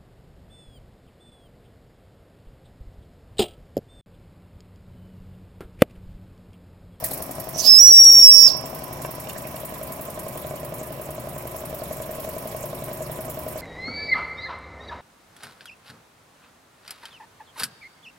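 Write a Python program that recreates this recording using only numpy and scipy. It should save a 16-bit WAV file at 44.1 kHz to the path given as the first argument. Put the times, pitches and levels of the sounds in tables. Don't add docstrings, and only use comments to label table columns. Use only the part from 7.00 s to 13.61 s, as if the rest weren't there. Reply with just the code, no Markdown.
import sys
import numpy as np
from scipy import signal
from scipy.io import wavfile
from scipy.ndimage import uniform_filter1d, minimum_filter1d

SR = 44100
rng = np.random.default_rng(int(sys.argv[2]) if len(sys.argv) > 2 else 0)


def generate_wav(signal):
    frames = np.transpose(np.atleast_2d(signal))
    scaled = np.clip(frames, -1, 1) * 32767
    pcm = np.round(scaled).astype(np.int16)
    wavfile.write(sys.argv[1], SR, pcm)


N = 291501
TIME = np.arange(N) / SR


# t/s, speed/(turns per s)
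FLYWHEEL_SPEED = [(.6, 11.228), (1.4, 11.044), (2.8, 11.102), (3.7, 10.907), (5.2, 11.003), (6, 10.88)]
def flywheel():
    speed, = in_time(FLYWHEEL_SPEED)
    turns = np.cumsum(speed) / SR
    first_knock_s = .0266
    return turns - np.interp(first_knock_s, TIME, turns)


# position/turns, level/dB, timing scatter/s
CRANK_CONTACTS = [(0, 0, .0003), (.155, -9, .001), (.33, -18, .003), (.55, -14, .003), (.66, -10, .0012),
                  (.77, -10, .002)]
# f/Hz, level/dB, t60/s, left-right/dB
BASE_MODES = [(148.6, -37, 0.137, -4), (231, -25.5, 0.071, 5), (275, -10, 0.1, 4), (377, -49, 0.24, 4.5),
              (497, -13, 0.12, 12), (584, -11.5, 0.34, -4), (631.8, 4, 0.08, 1.5),
              (679.7, -9.5, 0.13, -12.5), (790, -45.5, 0.0259, 10), (1034.5, -11, 0.054, 5.5),
              (1085, -11.5, 0.0557, -7), (1242, -52, 0.027, -4.5), (1460, -17.5, 0.046, -15.5),
              (1700, -17.5, 0.028, -6.5), (2250, -15.5, 0.055, -15), (2890, -15, 0.015, -15.5)]
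# f/Hz, level/dB, t60/s, left-right/dB
FIREBOX_MODES = [(260.8, -6.5, .15, -1), (649, -3, 0.41, 9), (717, 1, 0.055, 16), (829, -6, 0.025, -0.5)]
def crank(knock_db):
    turns = flywheel()
    position, level_db, scatter_s = np.transpose(CRANK_CONTACTS)
    starts = np.interp(np.arange(turns[-1]), turns, TIME)
    shape = (len(starts), len(position))
    times = starts[:, None] + position * np.mean(np.diff(starts)) + scatter_s * rng.standard_normal(shape)
    sizes = from_db(level_db + .5 * rng.standard_normal(shape))
    thud = rms_one(metal_body(BASE_MODES, times, sizes, contact_hz=1620))
    bloom = rms_one(ring(thud, hz=663, t60=0.014))
    thud = rms_one(thud + from_db(-1) * bloom)
    wall = rms_one(metal_body(FIREBOX_MODES, times, sizes, contact_hz=1220))
    wall = wall * from_db(swing(at_boiler=6.5, at_crank=-20))
    tick_envelope = rms_one(soften(clicks_at(starts, sizes[:, 0]), hz=69))
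    tick = soften(tick_envelope * noise(AIR_COLOUR, flicker_db=0.5), hz=7100)
    reverb = from_db(-13) * room(thud[0])
    return from_db(knock_db) * (thud + wall + reverb) + from_db(-64) * tick


# t/s, level/dB
ROD_KNOCKS = [(2.545, -40), (3.51, -32.5), (3.539, -44), (5.248, -31.5), (5.883, -30.5), (6.19, -34)]
def rod_knocks():
    return struck(BASE_MODES, ROD_KNOCKS)


# position/turns, level/dB
PUFFS = [(.22, 0), (.67, -4.5)]
# f/Hz, density/dB
STEAM_COLOUR = [(1500, 3), (3000, -22), (4800, -10), (6200, -17.5), (7600, -5.5), (10000, 3), (13000, 4.5),
                (16000, 2.5)]
def exhaust(exhaust_db):
    rise_s, burst_s = .0045, .005
    tail_share, tail_db_per_s = from_db(-4.5), 210
    speed, = in_time(FLYWHEEL_SPEED)
    turns, power = flywheel(), 0
    for position, db in PUFFS:
        since_s = (turns - position) % 1 / speed
        until_s = (position - turns) % 1 / speed
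        rise = np.exp(-(until_s / rise_s) ** 2)
        burst = (1 - tail_share) * np.exp(-(since_s / burst_s) ** 2)
        tail = tail_share * from_db(-tail_db_per_s * since_s)
        power = power + (from_db(db) * np.maximum(burst + tail, rise)) ** 2
    sharpness = swing(at_boiler=1.3, at_crank=1.0)
    envelope = np.sqrt(power) ** sharpness
    four_turns = round(4 * SR / speed.mean())
    envelope = envelope / np.sqrt(uniform_filter1d(envelope ** 2, size=four_turns))
    sputter = rms_one(from_db(1.06 * drift(380) + 0.97 * drift(18.1)))
    steam = metal_reflections(noise(STEAM_COLOUR, flicker_db=1.8))
    return from_db(exhaust_db) * envelope * sputter * steam


# t/s, f/Hz
WHISTLE_PITCH = [(.635, 4680), (.657, 5140), (.685, 5057), (.707, 5378), (.745, 5156), (.772, 5200),
                 (.81, 5724), (.885, 5754), (.94, 5549), (1.06, 5615), (1.1, 5570), (1.45, 5461)]
# t/s, left level/dB, left lead/rad
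WHISTLE_WANDER = [(.68, -9.5, 1.34), (.78, -9.5, 1.54), (.85, -12, -2), (.945, -5, 2.45), (1.02, -3.5, 0.3),
                  (1.21, -7, 0.45), (1.3, -5, -3), (1.37, -17, -7.5), (1.46, -9, -5)]
def whistle():
    speaks_s, attack_s, silent_s, release_s = .635, 0.058, 1.497, 0.045
    tone_db, reference_hz, db_per_khz, droop_hz = 3, 5466, 10, 1740
    hz, = in_time(WHISTLE_PITCH)
    left_db, left_lead = in_time(WHISTLE_WANDER)
    dying = ramp(silent_s - release_s, release_s)
    drive = ramp(speaks_s, attack_s) ** 2 * (1 - dying ** 2)
    hz = hz - droop_hz * dying ** 2.9
    envelope = drive * from_db(tone_db + db_per_khz * (hz - reference_hz) / 1000)
    hoarse = np.clip(1 - envelope, 0, 1) ** 2
    jitter_hz = (10 + 170 * hoarse) * drift(475.4)
    phase = 2 * np.pi * np.cumsum(hz + jitter_hz) / SR
    envelope = envelope * from_db((1.34 + 2 * hoarse) * drift(134.1))
    tone = envelope * np.sin(phase)
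    mid_blast = soften((TIME > .9) & (TIME < 1.22), hz=30.04)
    falter_db = 13 * mid_blast * np.maximum(drift(45) - .5, 0)
    left = from_db(left_db) * envelope * np.sin(phase + left_lead)
    right = from_db(-falter_db) * tone
    octave = envelope * np.sin(2 * phase + drift(100)) * from_db(-40.5 + 3 * drift(30))
    reverb = from_db(-17.5) * pan(-13) * room(tone)
    return np.array([left, right]) + octave + reverb


VALVE_OPEN_S, VALVE_CLOSED_S = 0.55, 1.516
# f/Hz, density/dB
JET_COLOUR = [(1000, -30.5), (2500, -10), (3700, -6.5), (4500, -4.5), (5500, 8), (6500, 2.5), (7500, -2.5),
              (9800, 0), (11200, -6), (12300, 6), (14500, 2), (16000, -3)]
# f/Hz, left-right/dB
JET_BALANCE = [(1000, 0.5), (3000, -8), (4500, -9.5), (6500, -14), (8200, -8), (9500, -5.5), (13000, -0.5),
               (15000, 5)]
# f/Hz, level/dB, t60/s
PIPE_OVERTONES = [(9010, -17, .08), (10980, -16, .03), (11250, -13, .015), (12750, -17, .06),
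                  (14250, -15, .015)]
# t/s, level/dB, half width/s, f/Hz
VALVE_GASPS = [(0.559, -34, 0.017, 5860), (0.601, -24.5, 0.017, 6025), (.655, -26, 0.03, 4570),
               (0.676, -19.5, 0.032, 5180), (1.493, -25.5, 0.042, 5170)]
def jet():
    opening_s, closing_s = 0.16, .1
    eased_open = 1 - np.exp(-np.maximum(TIME - VALVE_OPEN_S, 0) / opening_s)
    valve = eased_open * (1 - ramp(VALVE_CLOSED_S - closing_s, closing_s))
    pipe = sum(from_db(db) * pipe_noise(hz, t60) for hz, db, t60 in PIPE_OVERTONES)
    hiss = metal_reflections(noise(JET_COLOUR, flicker_db=4, balance=JET_BALANCE)) + pipe
    gasps = sum(from_db(db) * np.exp(-((TIME - s) / width) ** 2) * pipe_noise(hz, t60=0.016)
                for s, db, width, hz in VALVE_GASPS)
    return valve * from_db(-21.5 + 0.88 * drift(143)) * hiss + pan(-12) * low_cut(gasps, hz=3500)


# t/s, level/dB, decay/s
SPITS = [(.038, -18, .019), (.108, -27, .014), (.134, -30, .014), (.174, -25.5, .01)]
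def spits():
    bursts = sum(from_db(db) * ramp(s, 0.0051) * np.exp(-np.abs(TIME - s) / decay)
                 for s, db, decay in SPITS)
    sputter = from_db(1.2 * drift(340))
    return bursts * sputter * noise(STEAM_COLOUR, flicker_db=2.5)


# f/Hz, level/dB, t60/s, left-right/dB
LEVER_MODES = [(2820, 7.5, 0.032, -14), (3000, 1, .05, -5), (3600, 4, 0.021, -15), (4380, 6, .015, -11),
               (5440, -2, .03, -23), (7030, -13, .025, -3), (7500, 0, .02, 0)]
# t/s, level/dB
LEVER_CLICKS = [(2.272, -48), (2.297, -43), (2.306, -45.5), (2.566, -47.5)]
# t/s, level/dB
BOILER_BUMPS = [(2.0494, -38.5)]
def hand():
    return struck(BOILER_MODES, BOILER_BUMPS) + struck(LEVER_MODES, LEVER_CLICKS)


# f/Hz, level/dB, t60/s, left-right/dB
BOILER_MODES = [(595, 17, 0.017, 12), (710, -8, 0.069, 5), (1001, 8, 0.088, 6), (1070, 10, 0.0454, -7.5),
                (1210, -16.5, 0.121, -8.5), (1539, -2, 0.074, -9.5), (1695, -1.5, 0.063, -8.5),
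                (2292, -1.5, 0.052, -17), (2690, -1.5, 0.0506, -11.5)]
def boil(boil_db, bubbles=5000, right_lag_s=0.00028):
    times = rng.uniform(0, N / SR, bubbles)
    sizes = from_db(np.minimum(rng.exponential(1, bubbles), 2)) * rng.choice([-1, 1], bubbles)
    shell = metal_body(BOILER_MODES, times, sizes, contact_hz=1550)
    left, right = from_db(boil_db) * rms_one(low_cut(shell, hz=900))
    return np.array([left, np.interp(TIME - right_lag_s, TIME, right)])


# f/Hz, density/dB
RUMBLE_COLOUR = [(30, -28.5), (42, -37), (63, 6), (95, -9.5), (140, 4), (190, -3.5), (300, -4.5), (450, -9),
                 (630, -1), (830, -12), (1030, -7.5), (1400, -19), (2300, -20.5), (4000, -31.5)]
# f/Hz, level/dB
TABLE_HUM = [(120, -52), (146, -52), (361, -53.5)]
def table_rumble():
    rumble = from_db(-39) * noise(RUMBLE_COLOUR, flicker_db=.5)
    hum = sum(from_db(db) * np.sqrt(2) * np.sin(2 * np.pi * hz * TIME + 0.95 * drift(1.4))
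              for hz, db in TABLE_HUM)
    return rumble + from_db(1.5 + 2.5 * drift(0.82)) * hum


# f/Hz, density/dB
AIR_COLOUR = [(1500, 6.5), (3000, 1), (4500, -3), (5550, -10), (6500, 11.5), (10000, -17), (16000, -1.5)]
def leak():
    seating_s, seep_db = (2.1, 2.7), (-55.5, -63)
    seep = from_db(np.interp(TIME, seating_s, seep_db)) * pan(-15.5) * pipe_noise(hz=5525, t60=0.0056)
    return seep + from_db(-52) * noise(AIR_COLOUR, flicker_db=5.5)


# delay/s, gain
METAL_REFLECTIONS = [(.00042, 0.14), (.00113, 0.11), (.00187, -.35), (.0031, .3), (.0053, 0.36)]
def metal_reflections(x):
    out = x.copy()
    for delay_s, gain in METAL_REFLECTIONS:
        lag = max(1, round(delay_s * SR))
        out[:, lag:] += gain * x[:, :-lag]
    return out * np.std(x) / np.std(out)


def room(x, count=20, t60=0.39):
    out = np.zeros((2, N))
    for k, lag in enumerate((rng.uniform(.007, 0.12, count) * SR).astype(int)):
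        loop = x.copy()
        feedback = np.exp(-np.log(1000) * lag / SR / t60)
        for i in range(lag, N, lag):
            loop[i:i + lag] += feedback * loop[i - lag:i][:N - i]
        out[k % 2] += (loop - x) * (-1) ** (k // 2)
    return out / np.sqrt(count)


# f/Hz, left-right correlation
NOISE_CORRELATION = [(60, .96), (300, .92), (700, .88), (1400, .1), (3000, 0), (5000, .1), (7000, .55),
                     (15000, .6)]
# f/Hz, left-right/dB
NOISE_BALANCE = [(60, 2), (200, 1), (600, 5), (1300, -6.5), (2400, -7), (4400, -12), (8100, -3),
                 (11000, -1.5), (15000, 3)]
def noise(colour, flicker_db, balance=NOISE_BALANCE):
    edges = 16500 / 2 ** (np.arange(29, -1, -1) / 3)
    out, white = 0, rng.standard_normal((2, 2, N))
    for k, (low, high) in enumerate(zip(edges, edges[1:])):
        hz = np.sqrt(low * high)
        if colour[0][0] < hz < colour[-1][0]:
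            band = signal.butter(2, [low, high], "band", fs=SR, output="sos")
            mid, side = signal.sosfilt(band, white[k % 2])
            alike = at_hz(NOISE_CORRELATION, hz)
            pair = np.sqrt(1 + alike) * mid + np.sqrt(1 - alike) * side * [[1], [-1]]
            level_db = at_hz(colour, hz) + flicker_db * drift(21.2)
            out = out + pair * pan(at_hz(balance, hz)) * from_db(level_db)
    return out / np.sqrt(np.mean(out.mean(axis=0) ** 2))


def metal_body(modes, times, sizes, contact_hz):
    out = 0
    for hz, level_db, t60, side_db in modes:
        strengths = sizes * from_db(level_db + rng.standard_normal(np.shape(sizes)))
        out = out + pan(side_db) * ring(clicks_at(times, strengths), hz, t60)
    return soften(out, contact_hz)


def struck(modes, blows):
    times, level_db = np.transpose(blows)
    return metal_body(modes, times, from_db(level_db), contact_hz=5000)


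def pipe_noise(hz, t60):
    return rms_one(ring(rng.standard_normal(N), hz, t60))


def ring(clicks, hz, t60):
    r = np.exp(-np.log(1000) / (t60 * SR))
    w = 2 * np.pi * hz / SR
    return signal.lfilter([0, np.sin(w)], [1, -2 * r * np.cos(w), r * r], clicks + 1e-18)


def clicks_at(times, sizes):
    at = np.round(np.ravel(times) * SR).astype(int)
    inside = (at >= 0) & (at < N)
    return np.bincount(at[inside], np.ravel(sizes)[inside], N)


def drift(hz):
    hop, warm_up = 20, 2000
    r = np.exp(-2 * np.pi * hz * hop / SR)
    white = rng.standard_normal(N // hop + warm_up + 2)
    slow = signal.lfilter([1], [1, -2 * r, r * r], white)[warm_up:]
    return np.interp(np.arange(N) / hop, np.arange(len(slow)), rms_one(slow))


def soften(x, hz):
    r = np.exp(-2 * np.pi * hz / SR)
    return signal.lfilter([1 - r], [1, -r], x + 1e-18)


def low_cut(x, hz):
    return signal.sosfilt(signal.butter(2, hz, "high", fs=SR, output="sos"), x)


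def swing(at_boiler, at_crank, span_s=(1.74, 3.4)):
    return np.interp(TIME, span_s, (at_boiler, at_crank))


def ramp(start_s, length_s):
    return np.clip((TIME - start_s) / length_s, 0, 1)


def in_time(rows):
    times, *columns = np.transpose(rows)
    return [np.interp(TIME, times, column) for column in columns]


def at_hz(points, hz):
    f, value = np.transpose(points)
    return np.interp(np.log(hz), np.log(f), value)


def pan(db):
    return from_db(np.array([[db], [-db]]) / 2)


def from_db(db):
    return 10 ** (np.asarray(db) / 20)


def rms_one(x):
    return x / np.sqrt(np.mean(x ** 2) + 1e-20)


# t/s, level/dB
NEARNESS = [(0, -0.5), (1.6, -2), (2.5, 0.5), (3.3, 0.05), (4.1, -2), (5.2, 1.5), (5.8, 0.4), (6.6, 0.1)]
def scene():
    pressure_loss_db, surge_db, settle_s = 2.5, 7, 0.61
    near_db, = in_time(NEARNESS)
    vented = ramp(VALVE_OPEN_S, VALVE_CLOSED_S - VALVE_OPEN_S)
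    surge = vented ** 2 * np.exp(-np.maximum(TIME - VALVE_CLOSED_S, 0) / settle_s)
    knock_db = swing(at_boiler=-45.5, at_crank=-37.5) + near_db
    exhaust_db = swing(at_boiler=-38.5, at_crank=-41) - pressure_loss_db * vented + near_db
    boil_db = -45.5 + surge_db * surge + near_db
    engine = crank(knock_db) + rod_knocks() + exhaust(exhaust_db) + table_rumble()
    boiler = hand() + boil(boil_db) + from_db(near_db) * leak()
    return engine + boiler + whistle() + jet() + spits()


def limit(x, ceiling_db, release_db_per_s, link):
    over_db = np.maximum(20 * np.log10(np.abs(x) + 1e-9) - ceiling_db, 0)
    release_db = release_db_per_s * TIME
    cut_db = np.maximum.accumulate(over_db + release_db, axis=1) - release_db
    cut_db = cut_db + link * (cut_db.max(axis=0) - cut_db)
    return x * from_db(uniform_filter1d(minimum_filter1d(-cut_db, size=65), size=65))


def record(dry):
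    held = limit(dry, ceiling_db=-.15, release_db_per_s=250, link=.5)
    cutoff_hz = 15900
    return signal.sosfiltfilt(signal.ellip(10, .05, 60, cutoff_hz, fs=SR, output="sos"), held)


dry = scene()
out = record(dry)
generate_wav(out)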